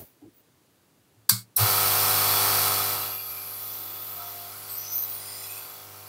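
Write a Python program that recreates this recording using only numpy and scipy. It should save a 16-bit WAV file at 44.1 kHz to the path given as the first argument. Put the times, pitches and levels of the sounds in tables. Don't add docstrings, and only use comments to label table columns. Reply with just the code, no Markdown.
import sys
import numpy as np
from scipy import signal
from scipy.fft import rfft, irfft, next_fast_len
from scipy.io import wavfile

SR = 44100
rng = np.random.default_rng(int(sys.argv[2]) if len(sys.argv) > 2 else 0)


def int16_out(signal):
    q = np.round(np.clip(np.atleast_2d(signal).T, -1, 1) * 32767)
    wavfile.write(sys.argv[1], SR, q.astype(np.int16))


N = 268304
TIME = np.arange(N) / SR
MAINS_HZ = 50.017
START, SPIN_UP = 1.568, 0.03
EASE_START, EASE_END = 2.605, 3.19
SETTLE_START, SETTLE_END = 5.53, 5.91


def amp(db):
    return 10 ** (np.asarray(db) / 20)


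def unit(x):
    return x / np.sqrt(np.mean(x ** 2) + 1e-20)


def read(points, hz):
    point_hz, db = np.transpose(points)
    return np.interp(np.log(hz + 1), np.log(point_hz + 1), db)


def add(mix, start, sound):
    part = mix[round(start * SR):][:len(sound)]
    part += sound[:len(part)]


def noise(colour, size=N):
    length = next_fast_len(size)
    hz = np.fft.rfftfreq(length, 1 / SR)
    spectrum = rfft(rng.standard_normal(length)) * colour(hz)
    return unit(irfft(spectrum, length)[:size])


def drift(count):
    return unit(signal.resample(rng.standard_normal(count), next_fast_len(N))[:N])


def band(hz, width):
    def slow_noise():
        return noise(lambda f: 1 / (1 + (1.7 * f / width) ** 2.4), size=len(hz))
    turn = 2 * np.pi * np.cumsum(hz) / SR
    return unit(slow_noise() * np.cos(turn) + slow_noise() * np.sin(turn))


def bands(rows, fade):
    out = np.zeros(N)
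    for start, end, first_hz, last_hz, width, db in rows:
        size = max(round((end - start) * SR), 64)
        glide = band(np.linspace(first_hz, last_hz, size), width)
        sound = amp(db) * glide * signal.windows.tukey(size, fade)
        add(out, max(start, 0), sound[max(round(-start * SR), 0):])
    return out


def swell(start, end, db):
    progress = np.interp(TIME, [start, end], [0, 1])
    return amp(db * np.sin(np.pi * progress) ** 2)


def rise_and_die(t, db, rise, t60):
    return np.minimum(t / rise, 1) * amp(db - 60 * np.maximum(t - rise, 0) / t60)


def running():
    return np.clip((TIME - START) / SPIN_UP, 0, 1)


def eased():
    return np.interp(TIME, [EASE_START, EASE_END], [0, 1]) ** 2


def level(stages_db):
    loudest, soft, settled = amp(stages_db)
    return np.interp(TIME, [EASE_START, EASE_END, SETTLE_START, SETTLE_END], [loudest, soft, soft, settled])


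def partial(order):
    return np.sqrt(2) * np.cos(2 * np.pi * (order * MAINS_HZ * TIME + rng.random()))


def strokes(depth, lopsided=0.019):
    turn = 2 * np.pi * (MAINS_HZ * TIME - .14)
    return 1 + depth * np.cos(2 * turn) + lopsided * np.cos(turn)


# pitch in Hz, width in Hz, lift in dB (each layer takes its own share of it).
CHAMBER = [(1403, 310, 0.5), (2030, 140, 1), (3405, 73, 9), (4020, 110, 8.5), (4580, 414, 11.5),
           (5155, 66, 12), (5750, 870, 5), (7300, 85, 2.5), (9870, 350, 2.5), (10670, 280, 5),
           (11460, 180, 9), (12550, 240, 9.5), (12740, 190, 3), (13700, 610, 5), (14300, 570, 9)]


def resonances(hz):
    return sum(db / (1 + (2 * (hz - f) / width) ** 2) for f, width, db in CHAMBER)


def through_tubes(x, share):
    length = next_fast_len(N)
    lift_db = share * resonances(np.fft.rfftfreq(length, 1 / SR))
    return irfft(rfft(x, length) * amp(lift_db), length)[:N]


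# frequency in Hz, relative level in dB per Hz.
FLOOR = [(18, -62), (30, -28.5), (111, 3), (225, -4), (256, 0.5), (709, -10), (921, -11), (1770, -15),
         (2130, -16), (4090, -17.5), (4780, -17), (5170, -19), (15500, -19.5)]


def room(floor_db=-63.5, rustle_db=-39, rustle_t60=0.31, rustle_hz=12000):
    floor = amp(floor_db) * noise(lambda hz: amp(read(FLOOR, hz)))
    rustle = noise(lambda hz: 0.19 + 1 / (1 + (rustle_hz / (hz + 1)) ** 10))
    return floor + rustle * amp(rustle_db - 60 * TIME / rustle_t60)


# start in seconds, end in seconds, first pitch in Hz, last pitch in Hz, width in Hz, level in dB.
RUBS = [(-.04, .06, 450, 430, 480, -49), (-.04, .06, 121, 115, 50, -48),
        (.32, .44, 14900, 15000, 1200, -60), (.2, .32, 330, 280, 200, -51.5), (.2, .28, 770, 720, 150, -65),
        (3.5, 4.2, 340, 340, 90, -62)]


def fingers():
    return bands(RUBS, fade=.9)


# start in seconds, pitch in Hz, level in dB, rise in seconds, time to fall by 60 dB in seconds.
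KNOCKS = [(.218, 293.6, -45, 0.01, 0.22), (.23, 110, -53.5, .025, .25), (1.151, 109, -54, .03, 0.3),
          (1.311, 115, -27.5, 0.018, 0.27), (1.305, 191, -33.5, 0.017, 0.25),
          (1.588, 109, -19, 0.045, 0.15)]


def knocks():
    t, out = TIME[:SR // 2], np.zeros(N)
    for start, hz, db, rise, t60 in KNOCKS:
        add(out, start, rise_and_die(t, db, rise, t60) * np.sin(2 * np.pi * hz * t))
    return out


def switch(contacts, tone, modes, tail_db, tail_t60, hold):
    t, out = TIME[:SR // 2], np.zeros(N)

    def colour(hz):
        less_bass = hz ** 2 / (hz ** 2 + 200 ** 2)
        return amp(read(tone, hz) + 0.4 * resonances(hz)) * less_bass

    def burst(db, rise, t60):
        return rise_and_die(t, db, rise, t60) * noise(colour, size=len(t))

    for start, db, rise, t60 in contacts:
        add(out, start, burst(db, rise, t60))
    ring = sum(amp(db - 60 * t / t60) * np.sin(2 * np.pi * hz * t) for hz, db, t60 in modes)
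    ring = ring * np.minimum(t / 0.0034, 1)
    tail = ring + burst(tail_db, 0.0039, tail_t60)
    snap_time = contacts[1][0]
    add(out, snap_time, tail / (1 + (t / hold) ** 10))
    return out


# start in seconds, level in dB, rise in seconds, time to fall by 60 dB in seconds.
TRIGGER = [(1.2905, -16, .003, 0.028), (1.2932, -10.5, 0.0019, 0.027), (1.307, -24.5, 0.0016, 0.056)]
# frequency in Hz, relative level in dB per Hz.
TRIGGER_TONE = [(300, -15), (500, -25.5), (650, -26.5), (1150, -4), (1600, -7.5), (1850, -18), (2200, -10),
                (2800, -18.5), (3500, -8), (4600, 0), (6000, -9.5), (8200, 0.5), (11000, -8), (15000, -4.5)]
# pitch in Hz, level in dB, time to fall by 60 dB in seconds.
TRIGGER_MODES = [(486, -50, 0.25), (1044, -49.5, 0.19), (1340, -51, .16), (1560, -30.5, 0.11),
                 (2174, -41.5, 0.35), (4260, -35, 0.15), (4360, -30.5, 0.24), (5100, -36, .1),
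                 (5900, -20, 0.1), (10000, -19.5, .12), (11940, -7, 0.04), (14000, -28, 0.087),
                 (14000, -20, .11)]


def trigger():
    return switch(TRIGGER, TRIGGER_TONE, TRIGGER_MODES, tail_db=-18.5, tail_t60=0.27, hold=0.14)


# start in seconds, level in dB, rise in seconds, time to fall by 60 dB in seconds.
RELAY = [(1.5605, -28, 0.0018, .02), (1.5635, -25, .001, 0.021), (1.5672, -38, .001, 0.02)]
# frequency in Hz, relative level in dB per Hz.
RELAY_TONE = [(290, -64), (500, -46), (927, -24), (2970, -44), (4020, -7), (4770, -31), (5590, -4),
              (7130, -33), (7890, -6.5), (11600, -1.5), (15500, -4.5)]
# pitch in Hz, level in dB, time to fall by 60 dB in seconds.
RELAY_MODES = [(4060, -46, 0.053), (5650, -24, 0.046), (8270, -38, .08), (9200, -15, 0.031),
               (11540, -18, 0.069), (13700, -10, 0.036)]


def relay():
    return switch(RELAY, RELAY_TONE, RELAY_MODES, tail_db=-17, tail_t60=0.16, hold=.13)


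# start in seconds, end in seconds, first pitch in Hz,
# last pitch in Hz, level in dB before the tubes lift it.
WHISTLES = [(2.644, 3.2, 4030, 4000, -51), (2.806, 3.303, 2780, 2760, -50.5),
            (2.803, 3.55, 13000, 13000, -45), (2.9, 3.651, 2443, 2370, -53.5),
            (3.15, 3.326, 4900, 4540, -52), (3.35, 4.562, 3490, 3520, -59),
            (4.662, 4.792, 8400, 8200, -44.5), (4.64, 4.902, 12900, 14000, -38),
            (4.722, 5.117, 5840, 6270, -44), (4.884, 5.089, 13600, 13800, -30),
            (4.913, 5.27, 14000, 15100, -39), (4.95, 5.758, 9700, 8800, -44.5),
            (5.097, 5.546, 4900, 5050, -51), (5.14, 5.7, 7270, 7200, -54),
            (5.3, 5.848, 13000, 12850, -47.5), (5.35, 5.687, 2490, 2580, -53)]


def whistles(flicker_db=1.27, width_share=.057):
    rows = [(start, end, first, last, width_share * first, db) for start, end, first, last, db in WHISTLES]
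    whistling = through_tubes(bands(rows, fade=0.77), share=0.45)
    return whistling * strokes(depth=0.084) * amp(flicker_db * drift(count=240))


# start in seconds, time it begins to sink in seconds,
# stop in seconds, pitch in Hz, sinking in Hz per second, level in dB before the tubes lift it.
JETS = [(1.3, 2.244, 3.99, 14170, 1853, -36), (3.4, 3.749, 4.72, 14200, 904, -43.5)]


def jet(attack_s=0.28, release_s=.45, fade_db_per_s=6, width_hz=2000):
    out = np.zeros(N)
    for start, sinks, stop, hz, sag_hz_per_s, db in JETS:
        sinking_s = np.maximum(TIME - sinks, 0)
        gate = np.clip(np.minimum((TIME - start) / attack_s, (stop - TIME) / release_s), 0, 1)
        hiss = band(hz - sag_hz_per_s * sinking_s, width_hz)
        out += gate * amp(db - fade_db_per_s * sinking_s) * hiss
    return running() * through_tubes(out, share=1.0) * strokes(depth=0.058)


# at its loudest, once eased and once settled, in dB per Hz.
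TUBES_DB = (-81, -92.5, -98)


def tubes(wander_db=4.5, flutter_db=2.5):
    out = np.zeros(N)
    for hz, width, lift in CHAMBER:
        gain = amp(lift + wander_db * drift(count=30) + flutter_db * drift(count=500))
        out += gain * np.sqrt(width) * band(np.full(N, hz), width)
    return running() * level(TUBES_DB) * out


# start in seconds, end in seconds, multiple of the mains, level in dB.
PANEL = [(4.14, 4.32, 14, -49), (4.29, 4.53, 14, -50), (4.12, 4.36, 19, -58), (5.3, 6.6, 4, -65)]


def panel():
    out = np.zeros(N)
    for start, end, order, db in PANEL:
        t = np.arange(round(start * SR), round(end * SR)) / SR
        tone = np.sqrt(2) * np.sin(2 * np.pi * round(order) * MAINS_HZ * t)
        add(out, start, amp(db) * signal.windows.tukey(len(t), .6) * tone)
    return out


# at its loudest, once eased and once settled, in dB.
RATTLE_DB = (-35, -54, -41)


def rattle(ring_hz=(1255, 1315), ring_t60=0.07, taps_per_s=500, locked=0.52, uneven_db=1.25, shake_db=6,
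           damp_start=4.3, damp_db_per_s=12):
    t, out = TIME[:SR // 10], np.zeros(N)
    on_stroke = np.diff(np.floor(MAINS_HZ * TIME), prepend=0)
    for hz in ring_hz:
        by_chance = rng.uniform(-1.22, 1, N) * (rng.random(N) < taps_per_s / SR)
        ring = amp(-60 * t / ring_t60) * np.sin(2 * np.pi * hz * t)
        out += signal.oaconvolve(by_chance + locked * on_stroke, ring)[:N]
    damping_db = damp_db_per_s * np.maximum(TIME - damp_start, 0)
    grip = amp(uneven_db * drift(count=120) - damping_db)
    sing_start, sing_end = PANEL[0][:2]
    return unit(out) * level(RATTLE_DB) * grip * swell(sing_start, sing_end, shake_db) * running()


# at its loudest, once eased and once settled, in dB.
FLUTTER_DB = (-31, -48.5, -52)


def chatter(db=-9.5, eased_db=-9.2, fall_db=14, scatter_db=3, first_hz=1450, last_hz=3600):
    orders = np.arange(round(first_hz / MAINS_HZ), round(last_hz / MAINS_HZ))
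    phase = np.linspace(0, 1, 2048)
    turn, luck = rng.random((len(orders), 2)).T
    gains = amp(scatter_db * np.sqrt(12) * luck - fall_db * np.log10(orders))
    cycle = unit(gains @ np.cos(2 * np.pi * (orders[:, None] * phase + turn[:, None])))
    slaps = np.interp(MAINS_HZ * TIME % 1, phase, cycle)
    return slaps * level(FLUTTER_DB) * amp(db + eased_db * eased()) * running()


def stream(spectrum, lift, split_hz=3000):
    air = noise(lambda hz: amp(read(spectrum, hz) + lift * resonances(hz)))
    low = signal.sosfiltfilt(signal.butter(2, split_hz, fs=SR, output="sos"), air)
    return np.array([low, air - low])


# frequency in Hz, relative level in dB per Hz.
LOUD_AIR = [(30, -27), (65, -24), (115, 4), (220, -7), (500, -1), (1100, 8.5), (1700, 1), (2400, 3),
            (3500, 2.5), (5000, 1), (7300, 0.5), (9000, 7), (11000, 3), (14500, 6), (15700, 3.5)]
# frequency in Hz, relative level in dB per Hz.
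SOFT_AIR = [(30, -21), (65, -25), (115, -14), (220, -23), (500, -3), (1100, 6.5), (1700, -1), (2500, 3.5),
            (3700, 1), (5500, -2.5), (7500, 0.5), (11000, 2.5), (14500, 5.5), (15700, 7.5)]
# at its loudest, once eased and once settled, in dB.
HISS_DB = (-41, -54.5, -59)


def rush(loud_db=(6.5, 18), soft_db=(6.5, 15)):
    soft = eased()
    loud_air = amp(loud_db)[:, None] * stream(LOUD_AIR, lift=0.74)
    soft_air = amp(soft_db)[:, None] * stream(SOFT_AIR, lift=0.57)
    flutter, hiss = np.sqrt(1 - soft) * loud_air + np.sqrt(soft) * soft_air
    flutter = flutter * level(FLUTTER_DB) * amp(1.03 * drift(count=900)) * strokes(depth=0.088)
    hiss = hiss * level(HISS_DB) * amp(0.49 * drift(count=900)) * strokes(depth=0.16)
    return running() * (flutter + hiss)


# multiple of the mains, relative level in dB.
LOUD_ORDERS = [(1, -43), (2, -1), (3, -10.5), (4, -14), (5, -39), (6, -10.5), (7, -15.5), (8, -4), (9, -45),
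               (10, -4), (11, -37), (12, -7), (13, -7), (14, -5), (15, 0.5), (16, -8.5), (17, -3.5),
               (18, -11), (19, -4.5), (20, -10), (21, -3.5), (22, -4), (23, -4.5), (24, -23), (25, -9)]
# multiple of the mains, relative level in dB.
SOFT_ORDERS = [(1, -44), (2, 0), (3, -8.5), (4, -6), (5, -47), (6, -6), (7, -8.5), (8, 0), (9, -58),
               (10, -1), (11, -13), (12, -2), (13, -4), (14, -8), (15, 2.5), (16, -11), (17, -4.5),
               (18, -4), (19, -6.5), (20, -12), (21, -0.5), (22, -2), (23, -10), (24, -7.5), (25, -3)]
# pitch in Hz (played at the nearest multiple of the mains), relative level in dB.
BUZZ = [(1400, -45), (1550, -46.5), (1701, -52), (1798, -54), (1900, -60), (2003, -50), (2051, -59),
        (2110, -59), (2148, -53), (2202, -51), (2299, -48), (2353, -84), (2401, -52), (4000, -42.5),
        (4301, -71), (4404, -42), (5249, -44)]
# at its loudest, once eased and once settled, in dB.
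HUM_DB = (-35.5, -54.5, -55.5)
# at its loudest, once eased and once settled, in dB.
DRONE_DB = (-40.7, -57, -56.5)
# start in seconds, end in seconds, change in dB.
DRONE_DIP = (5.52, 5.9, -9)


def hum(loud_db=-5, soft_db=-7, buzz_db=34.5, buzz_eased_db=4, dull_db_per_khz=2.5, waver=0.08):
    soft, out = eased(), np.zeros(N)
    for order, (loud, quiet) in enumerate(zip(LOUD_ORDERS, SOFT_ORDERS), 1):
        if order != 2:
            gain = (1 - soft) * amp(loud[1] + loud_db) + soft * amp(quiet[1] + soft_db)
            out += gain * partial(order) * (1 + waver * drift(count=90))
    for hz, db in BUZZ:
        change_db = soft * (buzz_eased_db - dull_db_per_khz * hz / 1000)
        tone = partial(round(hz / MAINS_HZ)) * (1 + 2 * waver * drift(count=120))
        out += amp(db + buzz_db + change_db) * tone
    drone = level(DRONE_DB) * swell(*DRONE_DIP) * partial(2.0)
    return running() * (out * level(HUM_DB) + drone)


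def scene():
    handling = fingers() + knocks() + trigger() + relay()
    air = whistles() + jet() + tubes() + rush()
    pump = panel() + rattle() + chatter() + hum()
    mono = room() + handling + air + pump
    return np.array([mono, mono])


def record(dry):
    bass_cut = signal.butter(4, 42, "high", fs=SR, output="sos")
    thin = signal.sosfilt(bass_cut, dry)
    treble_cut = signal.firwin(511, 15760, window=("kaiser", 9), fs=SR)
    return signal.oaconvolve(thin, treble_cut[None], "same")


dry = scene()
out = record(dry)
int16_out(out)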